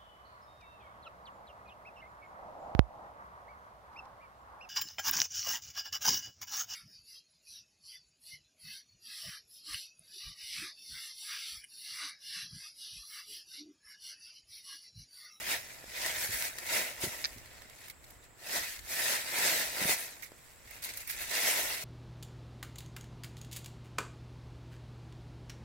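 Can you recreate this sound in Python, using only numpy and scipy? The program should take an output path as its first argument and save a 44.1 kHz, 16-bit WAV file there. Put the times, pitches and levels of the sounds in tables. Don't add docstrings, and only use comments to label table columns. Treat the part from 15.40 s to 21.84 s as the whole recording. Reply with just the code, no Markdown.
import sys
import numpy as np
from scipy import signal
from scipy.fft import rfft, irfft, next_fast_len
from scipy.io import wavfile
from scipy.ndimage import map_coordinates

SR = 44100
rng = np.random.default_rng(int(sys.argv[2]) if len(sys.argv) > 2 else 0)


def master_out(mix):
    frames = np.transpose(np.atleast_2d(mix))
    ceiling = np.clip(frames, -1, 1)
    pcm = np.round(ceiling * 32767).astype(np.int16)
    wavfile.write(sys.argv[1], SR, pcm)


N = 284004
TOP_HZ = 15900

# (frequency [Hz], relative level per Hz [dB])
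LEAF_COLOUR = [(60, -43), (100, -22), (280, -15.5), (480, -11.5), (630, -6), (800, -11.5), (1000, -8.5),
               (1140, -11), (1350, -8.5), (2400, -9), (3000, -9.5), (3700, -5.5), (7500, -8.5),
               (15800, -11.5)]
# (frequency [Hz], relative level per Hz [dB])
GRIT_COLOUR = [(500, -35), (1200, -11), (2100, 2), (3000, -5.5), (4000, 0.5), (8000, -2.5), (15800, -4)]


def leaves():
    ordinary_db = -35
    edge_db, pile_db = 0.02, 1.28
    upper_ratio, upper_octaves = 1.32, .16
    level_db, crisp_db, weight_db, hollow_hz, octaves = footwork()

    push = amp(np.clip(level_db - ordinary_db, -30, 4))
    swish = crackle(6000 + 9000 * push, spread_db=-0.26, ring_s=0.00026, scatter_s=.00007, side_db=4.5)
    cracks = crackle(80 + 500 * push, spread_db=0.5, ring_s=0.00017, scatter_s=.0003, side_db=4.0)

    clumps = amp(0.62 * wobble(60) + 0.13 * wobble(180))
    reflected = glints(out_of_step(swish), db=-16.5)
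    heap = patches(reflected, depth_db=3.5, width_hz=200, life_s=.024)
    heap = unit(patches(heap, depth_db=0.47, width_hz=630, life_s=0.21))
    rustle = coloured(clumps * (heap + amp(-14.5) * cracks), LEAF_COLOUR)
    rustle = hollow(rustle, hollow_hz, octaves, boost_db=10.5)
    rustle = unit(hollow(rustle, upper_ratio * hollow_hz, upper_octaves, boost_db=5.5))

    body = filtered(rustle, lambda hz: 1 / (1 + (hz / 1100) ** 4))
    crisp = filtered(rustle, lambda hz: 1 - 1 / (1 + (hz / 7000) ** 4))
    middle = rustle - body - crisp
    edges = amp(crisp_db + edge_db) * crisp
    pile = amp(weight_db + pile_db) * body
    return amp(level_db) * (middle + edges + pile)


def footwork():
    # (time of hardest push [s], level [dB], rise [s], fall [s],
    # crispness [dB], weight of the shoved pile [dB], hollow note [Hz], width of that note [octaves])
    strokes = [(.008, -41.5, 0.052, .06, 1, 5.5, 2217, 0.35), (.12, -30.5, .05, .054, 0.5, 1.5, 1989, 0.34),
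               (.33, -51, 0.12, .16, 1, 5.5, 1950, 0.26), (.662, -32.5, .105, .1, -2, -1, 1938, 0.24),
               (.845, -35, .098, .042, 5.5, 0.5, 1871, 0.34), (.94, -36, .05, .08, 4.5, -2.5, 1800, .3),
               (1.055, -35.5, 0.079, .045, 3.5, 0.5, 1930, 0.38), (1.189, -48, 0.059, .06, 0, 9, 2012, .25),
               (1.355, -30, 0.076, .105, 1, 4, 2050, 0.29), (1.641, -33.5, .025, .047, 3, 2.5, 2114, 0.18),
               (1.72, -44, .2, .2, 3, 5, 1950, 0.29), (2.16, -53.5, .2, .2, -4, 7.5, 1960, 0.24),
               (2.463, -51.5, .13, .04, 1.5, 0.5, 2020, .28), (2.7, -62, 0.097, .1, 6.5, 11, 1998, 0.24),
               (2.846, -57, .025, 0.026, -2, -17, 1960, 0.3),
               (3.161, -31.5, .074, .082, -.5, 3.5, 1890, 0.15),
               (3.295, -39.5, .1, .075, 0.5, -9, 1931, 0.26), (3.52, -39, .035, .05, 6.5, 3, 1890, 0.27),
               (3.605, -32.5, .07, .125, 2.5, 0, 1904, 0.2), (3.72, -29.5, .119, .088, 0, 0.5, 1900, 0.19),
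               (4.065, -27, 0.13, .086, 1, 3, 1971, 0.33), (4.16, -30, 0.082, .13, 1, 0.5, 1960, 0.2),
               (4.424, -32, .07, .07, 1.5, 4, 2022, 0.31), (4.505, -25, .04, .04, 2.5, 2, 1960, 0.28),
               (4.6, -41, 0.03997, .055, 7, 2, 1980, 0.24), (5.08, -60, 0.18, 0.201, 3.5, -1, 1970, 0.27),
               (5.35, -50, .09, .09, 0.5, 2.5, 2030, 0.3), (5.46, -43, .025, .11, 1, 1, 2080, 0.18),
               (5.58, -49, .027, .06, 9, -1, 1980, 0.33), (5.705, -42, .03, .08, 3.5, -6.5, 2010, 0.37),
               (5.822, -38, .052, .031, 2.5, -1, 2046, 0.3),
               (5.955, -32.5, .069, .134, -1.5, 0, 1960, 0.24),
               (6.078, -28.5, .11, .098, 2, 0.5, 2062, 0.24), (6.196, -33, .078, .11, 4, 3, 2024, 0.22),
               (6.31, -36, .052, .17, 0.5, 1, 2039, 0.22)]
    swell_power = 1.25
    after_db, after_db_per_s = -11.5, 66
    rise_limit = 3.2
    peak_s, db, rise_s, fall_s, *colours = np.transpose(strokes)

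    t = np.arange(0, N, 64) / SR
    since = t - peak_s[:, None]
    rising = since < 0
    away = np.abs(since / np.where(rising, rise_s[:, None], fall_s[:, None]))
    onset = np.where(rising, np.clip(rise_limit - away, 0, 1), 1)
    stroke = np.exp(-away ** swell_power) * onset
    sliding = (since > 0) * amp(after_db - after_db_per_s * np.abs(since))
    power = (amp(db)[:, None] * np.maximum(stroke, sliding)) ** 2 + 1e-20

    total = power.sum(axis=0)
    mixed_colours = np.array(colours) @ power / total
    controls = [10 * np.log10(total), *mixed_colours]
    return [np.interp(np.arange(N) / SR, t, c) for c in controls]


def crackle(rate, spread_db, ring_s, scatter_s, side_db, size=64):
    at = np.flatnonzero(rng.random(N) < rate / SR)
    pitch, phase, strength, life = rng.random((4, len(at)))
    lag, side = rng.standard_normal((2, len(at)))
    t = np.arange(size) / SR
    gain = amp(-spread_db * np.log(strength + 0.032)) / np.sqrt(rate[at])
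    decay = np.exp(-t / (ring_s * (life[:, None] + 0.3)))
    tone = np.cos(2 * np.pi * (TOP_HZ * pitch[:, None] * t + phase[:, None]))
    grains = gain[:, None] * decay * tone
    shift = np.round(lag * scatter_s * SR / 2).astype(int)
    ears = []
    for sign in (1, -1):
        start = np.abs(at + sign * shift)
        heard = grains * amp(sign * side * side_db / 2)[:, None]
        places = start[:, None] + np.arange(size)
        ears.append(np.bincount(places.ravel(), heard.ravel(), N)[:N])
    return unit(np.array(ears))


def out_of_step(x):
    # (frequency [Hz], phase lead [radians])
    lead = [(500, 0), (950, 0.77), (1380, 6), (2400, 7.5), (3500, 6.5)]
    half_each = np.array([[.5j], [-.5j]])
    return filtered(x, lambda hz: np.exp(half_each * np.interp(hz, *np.transpose(lead))))


def glints(x, db, count=8):
    delays = rng.uniform(.001, .018, (2, count))
    pulse = np.zeros((2, SR // 40))
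    pulse[[[0], [1]], (delays * SR).astype(int)] = amp(db) * rng.choice([-1, 1], (2, count))
    reflections = signal.fftconvolve(x, pulse, axes=1)[:, :N]
    return x + filtered(reflections, lambda hz: 1 - 1 / (1 + (hz / 1800) ** 2))


def patches(x, depth_db, width_hz, life_s, size=512, knee_hz=1500):
    hz, s, z = signal.stft(x, SR, nperseg=size)
    where = np.meshgrid(hz / width_hz, s / life_s, indexing="ij")
    knots = rng.standard_normal((256, 512))
    field = map_coordinates(knots, where, mode="mirror") * (hz / (hz + knee_hz))[:, None]
    return signal.istft(z * amp(depth_db * field), SR, nperseg=size)[1][:, :N]


def hollow(x, centre_hz, octaves, boost_db, size=512):
    hz, s, z = signal.stft(x, SR, nperseg=size)
    times = np.arange(N) / SR
    centre = np.interp(s, times, np.broadcast_to(centre_hz, N))
    width = np.interp(s, times, np.broadcast_to(octaves, N))
    away = np.log2((hz[:, None] + 1) / centre) / width
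    return signal.istft(z * amp(boost_db * np.exp(-away ** 2)), SR, nperseg=size)[1][:, :N]


def snaps(lag_s=.0002):
    # (time [s], relative level [dB], left minus right [dB])
    breaks = [(.441, -32, -7), (.662, -7.5, 4), (.973, -18, -7), (1.0108, -20, -1), (1.017, -18, -12),
              (1.024, -9.5, 1), (1.1853, -13.5, 3), (1.983, -30, -15), (2.058, -30, -13),
              (2.22, -30.5, -17), (2.298, -29, -10), (2.482, -28, -7), (2.843, -37, -3), (3.363, -22, 5),
              (3.392, -19, 5), (3.889, -28, 0), (4.415, -18, -6), (4.479, -16, 7), (4.919, -37, -9),
              (5.309, -36, -8), (5.7, -25, 4), (5.711, -30, 3), (5.913, -14, -11)]
    out, t = np.zeros((2, N)), np.arange(SR // 20) / SR
    for s, db, pan_db in breaks:
        shiver = amp(-23) * amp(-60 * t / 0.03) + amp(-20.5) * amp(-60 * t / 0.029)
        force = shiver * rng.standard_normal((2, len(t)))
        force[0, 0] += 1
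        force[1, round(lag_s * SR)] += 1
        crack = coloured(force, LEAF_COLOUR)
        add(out, s, amp(db - 6.0) * panned(pan_db) * crack / np.abs(crack).max())
    return hollow(out, centre_hz=1980, octaves=0.24, boost_db=10)


def scuffs():
    # (time [s], relative level [dB], left minus right [dB],
    # length [s], relative leaf crinkle [dB], sparkle gain [dB])
    scrapes = [(2.483, -36, -9, 0.0056, 2, 14), (2.497, -30, -5, 0.014, 4, 3.5), (2.64, -37, -1, .01, 1, 3),
               (2.665, -46, 0, .01, -5, 0), (2.7, -46, 0, 0.01, -8, -1), (2.704, -39, -6, 0.0092, -11, 9),
               (4.821, -35.5, -9, 0.028, -2, 6), (4.834, -37.5, -2, 0.017, 10, 5),
               (4.856, -43, -7, 0.026, -4, -2), (5.274, -39.5, -9, 0.0091, 12, 5),
               (5.307, -43, -17, 0.0077, 17, 20), (5.42, -31.5, -2, 0.034, -17, 4),
               (5.437, -28.5, 3, 0.033, -23, 7), (5.488, -29, -3, 0.021, 5, -3),
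               (5.534, -32.5, 0, 0.021, 6, -2), (5.571, -24.5, -2, 0.0088, -16, 13),
               (5.6, -37.5, 0, 0.05, 2, 3), (5.672, -30.5, -7, 0.01, -9, 16),
               (5.694, -27.5, -8, 0.024, -4, 8.5), (5.696, -34, -6, 0.0073, -10, 12),
               (5.707, -32, -5, 0.009, -3, 15)]
    out, t = np.zeros((2, N)), np.arange(SR // 6) / SR
    grit = crackle(np.full(N, 8000), spread_db=1.0, ring_s=0.0005, scatter_s=0.00044, side_db=3.5)
    sputter = grit * amp(1.1 * wobble(300))
    grit = patches(sputter, depth_db=2.5, width_hz=970, life_s=.007)
    grit = unit(coloured(grit, GRIT_COLOUR))
    crinkle = unit(filtered(grit, lambda hz: np.exp(-((hz - 2150) / 350) ** 2)))
    sparkle = filtered(grit, lambda hz: 1 - 1 / (1 + (hz / 11500) ** 6))
    for s, db, pan_db, length, crinkle_db, sparkle_db in scrapes:
        now = slice(round(s * SR), round(s * SR) + len(t))
        sound = grit[:, now] + (amp(sparkle_db) - 1) * sparkle[:, now]
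        sound = sound + amp(crinkle_db - 10) * crinkle[:, now]
        pressure = (1 - np.exp(-t / 0.0043)) * np.exp(-2 * t / length)
        add(out, s, amp(db - 5.5) * panned(pan_db) * pressure * sound)
    return out


def clacks(lag_s=.00045):
    # (time [s], relative level [dB], left minus right [dB])
    knocks = [(1.842, -19, 2), (1.848, -17.5, -8), (1.855, -18, -1)]
    # (frequency [Hz], relative level [dB], time to fall 60 dB [s])
    modes = [(1870, -13, 0.011), (2246, -8, 0.0066), (4400, -1.5, 0.0031), (4840, 1.5, 0.0033),
             (5550, -5, 0.0026)]
    out, t = np.zeros((2, N)), np.arange(SR // 20) / SR
    for s, db, pan_db in knocks:
        ring = np.zeros(len(t))
        for hz, level, t60 in modes:
            ring += amp(level + rng.normal(0, 2.0) - 60 * t / t60) * np.sin(2 * np.pi * hz * t)
        ring = ring * (1 - np.exp(-t / 0.00032))
        ring = ring / np.abs(ring).max()
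        contact = amp(-22.5) * amp(-60 * t / 0.035) * rng.standard_normal((2, len(t)))
        contact[0, round(lag_s * SR)] += 1
        contact[1, 0] += 1
        knock = signal.fftconvolve(contact, ring[None], axes=1)
        add(out, s, amp(db + 1.5) * panned(pan_db) * knock)
    return out


def thuds():
    # (time [s], relative level [dB], pitch [Hz], time to fall 60 dB [s])
    landings = [(.441, -31.5, 610, 0.0063), (0.471, -45, 54.9, 0.096), (0.776, -46, 49.85, 0.079),
                (.885, -35, 100.9, 0.082), (.935, -41, 55.05, 0.11), (1.635, -25, 364.2, 0.048),
                (1.66, -33.5, 216, 0.068), (1.673, -33.5, 90.1, 0.046), (1.955, -40, 111, 0.11),
                (2.105, -55, 249.3, .04), (2.25, -50, 221, 0.053), (3.2, -42, 64.6, 0.091),
                (4.412, -32, 184, 0.073), (4.451, -26.5, 161, 0.038), (4.489, -31.5, 397, 0.056),
                (4.919, -34.5, 446.5, 0.006), (5.25, -48, 60.1, 0.071), (5.875, -54, 55, 0.083),
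                (6.255, -48, 51, 0.11)]
    out, t = np.zeros((2, N)), np.arange(SR // 4) / SR
    for s, db, hz, t60 in landings:
        noise = rng.standard_normal(len(t))
        puff = unit(filtered(noise, lambda f: f / (f + 120) / (1 + (f / 330) ** 3)))
        shape = amp(-60 * t / t60) * (1 - np.exp(-20 * t / t60)) ** 2
        thud = shape * (np.cos(2 * np.pi * hz * t) + 0.49 * puff)
        add(out, s, amp(db) * panned(-0.4) * thud)
    return out


def settling():
    ticks = crackle(np.full(N, 90), spread_db=.7, ring_s=0.000083, scatter_s=0.00053, side_db=6)
    return amp(-78) * unit(coloured(ticks, GRIT_COLOUR))


def air():
    # (frequency [Hz], relative level per Hz [dB])
    hush_colour = [(12, -7), (20, 2), (53, -5.5), (110, 5), (187, -4.5), (600, -4.5), (970, -7.5),
                   (1950, -9), (3200, -16), (6400, -25), (7400, -6), (8200, -11), (9300, -31.5),
                   (15800, -21)]
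    # (frequency [Hz], relative level per Hz [dB])
    rumble_colour = [(15, -14), (50, 14), (110, 0), (200, -21), (500, -45), (2000, -63)]
    # (time [s], level [dB])
    breeze = [(0, -60), (.3, -71), (.8, -58), (1.1, -68), (1.95, -59.5), (2.5, -71), (2.72, -59),
              (2.92, -75), (3.4, -60), (3.7, -70), (4.3, -63.5), (4.7, -73), (5.3, -65.5), (5.88, -58.5),
              (6.05, -74), (6.28, -57), (6.44, -71)]
    hush_db = -60
    gust_db, gusts_per_s = 1, 11
    breeze_db = np.interp(np.arange(N) / SR, *np.transpose(breeze))
    hush = rng.standard_normal((2, N)) + 0.8 * rng.standard_normal(N)
    hush = unit(coloured(hush, hush_colour))
    rumble = rng.standard_normal((2, N)) + 0.59 * rng.standard_normal(N)
    rumble = unit(coloured(rumble, rumble_colour))
    return amp(hush_db) * hush + amp(breeze_db + gust_db * wobble(gusts_per_s)) * rumble


def amp(db):
    return 10 ** (np.asarray(db) / 20)


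def unit(x):
    return x / np.sqrt(np.mean(x ** 2) + 1e-20)


def along(points, hz):
    f, v = np.transpose(points)
    return np.interp(np.log(hz + 1), np.log(f + 1), v)


def wobble(rate):
    knots = rng.standard_normal(int(N * rate / SR) + 4)
    return map_coordinates(knots, [np.arange(N) * rate / SR])


def filtered(x, response):
    n = x.shape[-1]
    m = next_fast_len(n + 8192)
    return irfft(rfft(x, m) * response(np.fft.rfftfreq(m, 1 / SR)), m)[..., :n]


def coloured(x, spectrum, size=2048):
    cepstrum = irfft(np.log(amp(along(spectrum, np.fft.rfftfreq(size, 1 / SR)))))
    cepstrum[1:size // 2] *= 2
    cepstrum[size // 2 + 1:] = 0
    pulse = irfft(np.exp(rfft(cepstrum)))
    return signal.fftconvolve(x, pulse[None] / np.linalg.norm(pulse), axes=1)[:, :x.shape[1]]


def panned(db):
    return amp(np.array([[.5], [-.5]]) * db)


def add(track, s, sound):
    part = track[:, max(round(s * SR), 0):][:, :sound.shape[1]]
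    part += sound[:, :part.shape[1]]


def scene():
    return leaves() + settling() + snaps() + scuffs() + clacks() + thuds() + air()


def record(dry):
    # (frequency [Hz], gain of their difference [dB])
    width = [(750, -0.5), (1000, 2), (1150, 0), (1400, 5), (2000, 0), (4000, 0), (8000, 0)]
    # (frequency [Hz], left minus right [dB])
    tilt = [(200, -2.5), (700, -.5), (1290, -1), (2380, -2.5), (4400, 2), (8100, 0), (15000, 1)]
    mid = dry.mean(axis=0)
    pair = mid + filtered(dry - mid, lambda hz: amp(along(width, hz)))
    return filtered(pair, lambda hz: panned(along(tilt, hz)) * (hz < TOP_HZ))


dry = scene()
out = record(dry)
master_out(out)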